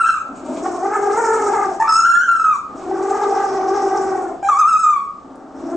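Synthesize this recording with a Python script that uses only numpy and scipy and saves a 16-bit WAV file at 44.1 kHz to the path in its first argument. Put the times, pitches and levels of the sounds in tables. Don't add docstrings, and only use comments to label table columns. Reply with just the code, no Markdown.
import sys
import numpy as np
from scipy import signal
from scipy.fft import rfft, irfft
from scipy.io import wavfile
from scipy.ndimage import uniform_filter1d

SR = 44100
rng = np.random.default_rng(int(sys.argv[2]) if len(sys.argv) > 2 else 0)


def pcm_store(signal):
    levels = np.round(np.clip(np.atleast_2d(signal), -1, 1) * 32767)
    wavfile.write(sys.argv[1], SR, levels.astype(np.int16).T)


N = 254016

# [t/s, effort level/dB, pitch f/Hz]
GROWL_CURVES = [
    [(0.2, -56, 290.1), (0.27, -37.5, 283.7), (0.44, -33.5, 301.3), (0.47, -24.5, 299.1),
     (0.66, -24.5, 348.5), (0.83, -21.5, 364.2), (0.944, -22.5, 416), (1.08, -19, 398.2),
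     (1.24, -19, 458.3), (1.5, -17.5, 411.5), (1.68, -23.5, 390.1), (1.744, -27.5, 342.7),
     (1.79, -42.5, 338.6)],
    [(2.66, -51, 259.1), (2.7, -38.5, 270.3), (2.8, -29.5, 335.8), (2.92, -24.5, 374.5), (3.1, -22, 390.8),
     (3.26, -19, 399.3), (3.38, -21.5, 391.5), (3.62, -21.5, 378.8), (3.77, -19.5, 389.9),
     (4.2, -22.5, 372.8), (4.33, -28.5, 360.1), (4.42, -52, 322.2)],
    [(5.12, -65, 298.3), (5.23, -45, 304.3), (5.3, -40, 303.8), (5.46, -39, 308.7), (5.535, -45.5, 293.8),
     (5.55, -35.5, 304.1), (5.62, -31.5, 322.7), (5.72, -25, 333.5), (5.76, -22.5, 342.4)],
]
# [mean flutter f/Hz, body shake f/Hz, t/s of a shake peak]
GROWL_FLUTTERS = [(46, 10.134, 1.45), (44.12, 15, 4.7), (33.99, 11, 5.69)]
# [f/Hz, relative level/dB]
GROWL_THROAT = [(200, -17), (300, 3.5), (420, -1.5), (580, -3.5), (780, 2.5), (1000, -7), (1250, -4),
                (1700, -16.5), (2200, -26.5), (3000, -51.5), (4500, -57.5)]
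MIDDLE_HZ, UPPER_DB, UPPER_DB_PER_OCTAVE = 400, -1.5, 40
THROB, THROB_PITCH = .62, .02
WEAK_BELOW_DB, WEAK_WOBBLE = -22, .003


def growl(rows, hiss_rows, flutter_hz, shake_hz, shake_s):
    t, (effort_db, hz) = curves(rows)
    n = len(t)
    upper_db = UPPER_DB + UPPER_DB_PER_OCTAVE * np.log2(hz / MIDDLE_HZ) + flares(t)
    lost_db = np.maximum(WEAK_BELOW_DB - effort_db, 0)

    beat = np.cumsum(flutter_hz * (1 + 0.1212 * wander(n, 7.744))) / SR
    hz = (hz + flares(t, 3)) * (1 + THROB_PITCH * np.sin(2 * np.pi * beat))
    slow_wobble = (.011 + WEAK_WOBBLE * lost_db) * wander(n, 25.)
    fast_wobble = .005 * wander(n, 100.)
    turns = np.cumsum(hz * (1 + slow_wobble + fast_wobble)) / SR

    tone = np.zeros(n)
    weak_fray = .05 * np.minimum(lost_db, 12)
    for k in range(1, 9):
        upper_share = np.clip((k * hz - 500.) / 701.0, 0, 1)
        level = gain_of(read(GROWL_THROAT, k * hz) + upper_db * upper_share)
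        fray = frayed(n, .3 + .14 * k + weak_fray, 22. + 12 * k)
        throbs = 1 + THROB * np.cos(2 * np.pi * (beat + .3 * k))
        partial = fray * np.exp(2j * np.pi * (k * turns + rng.random()))
        tone += level * throbs * partial.real

    puffs = (1.7 + np.exp(-(turns % 1) / 0.58)) * rng.standard_normal(n)
    breath = evened(coloured(puffs, GROWL_THROAT))
    voice = evened(tone) + gain_of(-14 - 0.6 * (effort_db + 20.5)) * breath
    voice = signal.sosfilt(signal.butter(3, 180., "high", fs=SR, output="sos"), voice)
    call = gain_of(effort_db) * voice + rasp(t, puffs, hiss_rows, shake_hz, shake_s)
    return t[0], call * signal.windows.tukey(n, .03)


# [t/s, length/s, lift of the upper partials level/dB, pitch lift f/Hz]
BEAK_FLARES = [(0.662, 0.0335, 16.5, 22.5), (0.854, 0.0585, 7, 22.17), (0.946, 0.0628, 12.5, 9.33),
               (1.196, 0.0356, 2.5, 21.12), (1.556, 0.068, 6.5, 8.4), (1.542, 0.032, 2.5, 24),
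               (1.632, 0.0642, 10, 2.85), (3.149, 0.0784, 2.5, 8.57), (3.228, 0.0394, 3.5, 14.4),
               (3.411, 0.1338, 6.5, 4), (3.761, 0.049, 2.5, 20.2), (3.961, 0.081, 5, 14.23),
               (4.127, 0.0517, 5, 2.39)]


def flares(t, column=2):
    return sum(row[column] * np.exp(-((t - row[0]) / (row[1] / 2)) ** 2) for row in BEAK_FLARES)


# [t/s, low band level/dB, middle level/dB, upper level/dB]
RASP_CURVES = [
    [(0.26, -63.5, -71, -62), (0.335, -66.5, -70, -66), (0.378, -52.5, -59.5, -53),
     (0.44, -63.5, -64.5, -60.5), (0.468, -56, -57.5, -53), (0.588, -49, -50, -47),
     (0.914, -60, -51, -51.5), (0.932, -56, -54, -41.5), (1.092, -55.5, -48, -49.5),
     (1.11, -45, -45.5, -43), (1.204, -57, -46, -37), (1.406, -48, -44, -42), (1.444, -50, -42, -37),
     (1.742, -57, -51.5, -51), (1.78, -70, -56.5, -50.5)],
    [(2.75, -63.5, -66, -61), (2.802, -48, -51.5, -52.5), (2.826, -52.5, -61, -57.5),
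     (2.95, -57.5, -54, -56.5), (3.112, -51.5, -48.5, -46), (3.548, -50, -43, -52.5),
     (3.606, -53.5, -47, -60.5), (3.758, -49.5, -43, -52), (4.046, -56.5, -47, -48),
     (4.346, -63.5, -62.5, -58.5), (4.36, -74.5, -79.5, -69)],
    [(5.5, -80, -75.5, -78.5), (5.535, -78, -76, -77), (5.556, -80, -57.5, -68.5), (5.586, -63.5, -57, -68),
     (5.624, -64.5, -58, -61), (5.664, -65.5, -55, -64), (5.75, -61, -61, -55.5)],
]
# [lower edge f/Hz, upper edge f/Hz]
RASP_BANDS = [(2000, 4800), (4800, 6250), (6250, 9900)]
# [f/Hz, relative level/dB per Hz]
HISS_COLOUR = [(2000, -1.5), (3000, -12), (4500, -11.5), (4900, -16), (5500, -5.5), (6100, -10), (6900, -4),
               (7600, -4.5), (8300, -6), (8900, -17.5), (9800, -47.5)]
SHAKE_DB = 2.2


def rasp(t, puffs, rows, shake_hz, shake_s):
    s, *levels_db = np.transpose(rows)
    hiss, out = coloured(puffs, HISS_COLOUR), 0
    shake_db = SHAKE_DB * np.cos(2 * np.pi * shake_hz * (t - shake_s))
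    for edges, db in zip(RASP_BANDS, levels_db):
        band_filter = signal.butter(4, edges, "band", fs=SR, output="sos")
        band = evened(signal.sosfilt(band_filter, hiss))
        flicker_db = 2.76 * wander(len(t), 32.0) - 2.0
        out = out + band * gain_of(np.interp(t, s, db, left=-75) + shake_db + flicker_db)
    return out


# [t/s, effort level/dB, pitch f/Hz, high overtones over effort level/dB before a 7 dB cut]
SQUEAL_CURVES = [
    [(0.0, -8, 1376, -24), (0.042, -13.5, 1293, -28.5), (0.084, -18.5, 1386, -18), (0.1, -7, 1363, -31.5),
     (0.125, -23.5, 1312, -14.5), (0.145, -16, 1300, -25), (0.175, -22, 1222, -26),
     (0.19, -29.5, 1295, -24), (0.21, -27, 1296, -25.5), (0.24, -42.5, 1310, -24)],
    [(1.878, -12, 1291, -30), (1.905, -10.5, 1305, -16.5), (1.946, -10, 1303, -11.5),
     (2.01, -8.5, 1352, -18), (2.06, -10, 1374, -24.5), (2.13, -7, 1361, -26.5), (2.222, -14, 1424, -24.5),
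     (2.25, -29, 1403, -12.5), (2.29, -9, 1392, -33), (2.42, -10, 1311, -28), (2.524, -11, 1241, -36),
     (2.555, -17, 1119, -20.5), (2.6, -35.5, 1205, -20.5)],
    [(4.487, -8, 1256, -26), (4.547, -12, 1101, -30), (4.607, -8.5, 1293, -19), (4.635, -7.5, 1160, -43),
     (4.693, -8, 1336, -19.5), (4.765, -7.5, 1240, -28), (4.798, -16, 1330, -12),
     (4.83, -11.5, 1305, -19.5), (4.845, -8, 1242, -24.5), (4.91, -8, 1218, -33.5),
     (4.977, -12, 1123, -41.5), (5.06, -38.5, 1106, -19.5)],
]
# [upper throat resonance from f/Hz, to f/Hz,
# low overtones over effort level/dB, roughness from (0-1), roughness to (0-1)]
SQUEAL_COLOURS = [(8450, 7050, -16, 0.7, 0.76), (5120, 6973, -24.5, 0.6, 0.42),
                  (6900, 7070, -23, 0.55, 0.3)]
# [f/Hz, level/dB]
SQUEAL_THROAT = [(1500, 9.5), (2500, -5.5), (3300, -14), (3800, -18), (4200, -15), (4600, -13.5),
                 (5300, -0.5), (6500, -5.5), (8000, -3.5), (9500, -11.5)]
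RING_GLIDE_S = 0.2117
TEAR, TEAR_HZ = .55, 80
EDGE_HZ = 9950


def squeal(rows, ring_from_hz, ring_to_hz, low_db, rough_from, rough_to, tight_db=0):
    t, (effort_db, hz, high_db) = curves(rows)
    n = len(t)
    settled = np.clip((t - t[0]) / RING_GLIDE_S, 0, 1)
    ring_hz = ring_from_hz + (ring_to_hz - ring_from_hz) * settled
    rough = rough_from + (rough_to - rough_from) * settled ** 2
    hz = hz * (1 + .004 * wander(n, 30.) + .029 * rough * wander(n, 150.))
    turns = np.cumsum(hz) / SR

    overtones = np.zeros(n)
    for k in range(2, 13):
        tilted_db = low_db + tight_db * (-1 if k > 2 else .5)
        level_db = read(SQUEAL_THROAT, k * hz) + np.where(k * hz < 4500, tilted_db, high_db - 7.0)
        flicker_db = 3.46 * wander(n, 36.0)
        ring_db = 11.67 * np.exp(-((k * hz - ring_hz) / 1211.0) ** 2)
        torn = frayed(n, TEAR * rough, TEAR_HZ) * np.exp(2j * np.pi * k * turns)
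        overtones += gain_of(level_db + flicker_db + ring_db) * (k * hz < EDGE_HZ) * torn.real

    air = gain_of(high_db - 21.5) * rough * evened(coloured(rng.standard_normal(n), HISS_COLOUR))
    whistle = np.sqrt(2) * np.cos(2 * np.pi * turns)
    null_db = nulls(t)
    voice = gain_of(null_db) * whistle + gain_of(0.4 * null_db) * (overtones + air)
    shimmer = 1 + .5 * rough * wander(n, 70.)
    edges = np.clip(np.minimum(t - t[0], t[-1] - t) / 0.0017, 0, 1)
    return t[0], gain_of(effort_db) * shimmer * voice * edges


# [deepest t/s, depth level/dB, fade length/s]
ECHO_NULLS = [(.032, -14, 0.01), (0.138, -14.5, 0.0098), (2.279, -9, 0.044), (2.395, -16.5, 0.022),
              (2.441, -14.5, 0.022), (4.566, -12, 0.029), (4.959, -18.5, 0.017)]


def nulls(t):
    lost_db = 0
    for s, db, fade in ECHO_NULLS:
        fading, returning = 1 + (t - s) / fade, 1 - (t - s) / .004
        lost_db = lost_db + db * np.clip(np.minimum(fading, returning), 0, 1)
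    return lost_db


# [start t/s, length/s, effort level/dB, pitch from f/Hz, pitch to f/Hz, roughness (0-1),
# tightness level/dB: half is added to the octave, all is taken from higher overtones under 4500 Hz]
REGISTER_CATCHES = [(1.795, 0.0422, -13.5, 865.9, 915.4, 0.66, 6),
                    (1.822, 0.056, -18, 1154, 1212, 0.89, 7.5), (1.84, 0.08, -25, 899.6, 924, 0.97, 1),
                    (4.427, 0.075, -18.5, 787.7, 817.8, 0.42, -1)]
CATCH_RISE, CATCH_SOFT_DB = 0.34, -7
CATCH_HIGH_DB, CATCH_LOW_DB, CATCH_RING_HZ = -26, -18.5, 6840


def catch(start, length, effort_db, from_hz, to_hz, rough, tight_db):
    rows = [
        (start, effort_db + CATCH_SOFT_DB, from_hz, CATCH_HIGH_DB),
        (start + CATCH_RISE * length, effort_db, from_hz, CATCH_HIGH_DB),
        (start + length, effort_db, to_hz, CATCH_HIGH_DB),
    ]
    return squeal(rows, CATCH_RING_HZ, CATCH_RING_HZ, CATCH_LOW_DB, rough, rough, tight_db)


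# [middle t/s, mean pitch f/Hz, level/dB, length/s]
VOICE_CHIPS = [(0.083, 1555, -19, 0.066), (0.142, 1638, -43.5, 0.033), (2.056, 1505, -10.5, 0.026),
               (2.071, 1639, -20.5, 0.024), (2.124, 1554, -19.5, 0.013), (2.158, 1641, -13.5, 0.025),
               (2.223, 1539, -12.5, 0.038), (2.249, 1591, -12.5, 0.04), (2.359, 1588, -23, 0.035),
               (2.448, 1495, -21, 0.017), (2.566, 962.3, -26.5, 0.022)]


def chip(s, hz, db, length):
    n = round(length * SR)
    turns = np.cumsum(hz * (1 + 0.034 * wander(n, 65.0))) / SR
    octaves = np.cos(4 * np.pi * turns) + np.cos(8 * np.pi * turns)
    tone = np.cos(2 * np.pi * turns) + gain_of(-24.5) * octaves
    return s - length / 2, gain_of(db) * tone * signal.windows.tukey(n, .6)


# [t/s, nominal starting level/dB]
FLOOR_TICKS = [(0.481, -56.5), (0.555, -59), (1.115, -40), (5.3562, -47.5)]


def tick(db):
    t = np.arange(600) / SR
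    burst = rng.standard_normal(600) * gain_of(db - 60 * t / 0.036)
    return signal.lfilter([1, -.9], [1], burst)


# [f/Hz, t60/s]
ROOM_T60 = [(200, .6), (600, .6), (1300, .6), (2500, .45), (8000, .3)]
# [f/Hz, echo over direct level/dB]
ROOM_LEVEL = [(200, 1), (600, -2.5), (1300, -5), (3000, 1.5), (8000, -3.5)]
# [f/Hz, shared power (0-1)]
ROOM_SHARED = [(200, 1), (600, 0.866), (1300, 0.82), (2500, 0.45), (5000, 0.23), (6500, 0.95), (9000, 0.93)]


def room(x):
    taps = np.zeros((2, SR))
    at = np.arange(200, SR - 20, 20) + rng.integers(0, 20, (2, (SR - 201) // 20))
    np.put_along_axis(taps, at, rng.choice([-1., 1.], at.shape), 1)
    hz, t, (a, b) = signal.stft(taps, SR, nperseg=256)
    t60 = read(ROOM_T60, hz)[:, None]
    shared = np.clip(read(ROOM_SHARED, hz), 0, 1)[:, None]
    common, apart = np.sqrt(shared) * a, np.sqrt(1 - shared) * b
    decay = gain_of(read(ROOM_LEVEL, hz)[:, None] - 60 * t / t60)
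    fade = decay / np.sqrt(t60 * SR / 20 / np.log(1e6))
    tail = signal.istft(np.array([common + apart, common - apart]) * fade, SR, nperseg=256)[1]
    return x + signal.fftconvolve(x[None], tail, axes=1)[:, :N]


# [f/Hz, relative level/dB per Hz]
RUMBLE_COLOUR = [(20, -16.5), (60, -9.5), (100, -14.5), (200, -7), (300, -7), (450, -10.5), (1100, -15),
                 (1700, -31), (4000, -35.5), (8000, -37), (9000, -50.5), (9800, -96.5)]
# [f/Hz, correlation (0-1)]
RUMBLE_LIKENESS = [(30, .7), (125, .8), (1000, .7), (8000, .8)]
RUMBLE_DB = -42


def rumble():
    frames, hz = N // 512 + 5, np.fft.rfftfreq(2048, 1 / SR)
    a, b, c, d = rng.standard_normal((frames, 1025, 4)).T
    same = np.clip(read(RUMBLE_LIKENESS, hz), 0, 1)[:, None]
    left, other = a + 1j * b, c + 1j * d
    right = same * left + np.sqrt(1 - same ** 2) * other
    spectra = np.array([left, right]) * gain_of(read(RUMBLE_COLOUR, hz))[:, None]
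    air = evened(signal.istft(spectra, nperseg=2048, noverlap=1536)[1][:, :N])
    return gain_of(RUMBLE_DB + 1.5 * wander(N, 1.5)) * air


def gain_of(db):
    return 10 ** (np.asarray(db) / 20)


def evened(x):
    return x / np.sqrt(np.mean(x ** 2) + 1e-20)


def read(points, hz):
    f, value = np.transpose(points)
    return np.interp(np.log(hz + 1), np.log(f + 1), value)


def add(mix, s, sound):
    part = mix[round(s * SR):][:len(sound)]
    part += sound[:len(part)]


def coloured(x, db_points):
    hz = np.fft.rfftfreq(x.shape[-1], 1 / SR)
    return irfft(rfft(x) * gain_of(read(db_points, hz)), x.shape[-1])


def wander(n, hz):
    lowpass = signal.butter(2, hz, fs=SR, output="sos")
    return evened(signal.sosfilt(lowpass, rng.standard_normal(n + 4000))[4000:])


def frayed(n, depth, hz):
    return (1 + depth * (wander(n, hz) + 1j * wander(n, hz))) / np.sqrt(1 + 2 * depth ** 2)


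def curves(rows):
    s, *columns = np.transpose(rows)
    t = np.arange(s[0], s[-1], 1 / SR)
    return t, [np.interp(t, s, c) for c in columns]


def scene():
    near = np.zeros(N)
    for rows, hiss, flutter in zip(GROWL_CURVES, RASP_CURVES, GROWL_FLUTTERS):
        add(near, *growl(rows, hiss, *flutter))
    for rows, colour in zip(SQUEAL_CURVES, SQUEAL_COLOURS):
        add(near, *squeal(rows, *colour))
    for row in REGISTER_CATCHES:
        add(near, *catch(*row))
    for row in VOICE_CHIPS:
        add(near, *chip(*row))
    for s, db in FLOOR_TICKS:
        add(near, s, tick(db))
    return gain_of(0.5) * room(near) + rumble()


# [f/Hz, left over right level/dB]
PORT_LEAN = [(250, 1.14), (600, 2), (1300, 0.25), (2500, 0), (5000, 0), (8000, -1.02)]


def record(dry):
    hz, lean_db = np.transpose(PORT_LEAN)
    ports = np.array([coloured(x, np.transpose([hz, side * lean_db / 2])) for x, side in zip(dry, (1, -1))])
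    power_db = 10 * np.log10(abs(uniform_filter1d((ports ** 2).mean(0), 1500)) + 1e-12)
    fall = np.arange(N) * 11.63 / SR
    held_db = np.maximum.accumulate(power_db + fall) - fall
    over_db = np.maximum(held_db + 13.5, 0)
    ducked = ports / gain_of(0.6184 * uniform_filter1d(over_db, 400))
    band_limit = signal.firwin(511, EDGE_HZ, window=("kaiser", 9), fs=SR)
    return signal.oaconvolve(ducked, band_limit[None], "same")


dry = scene()
out = record(dry)
pcm_store(out)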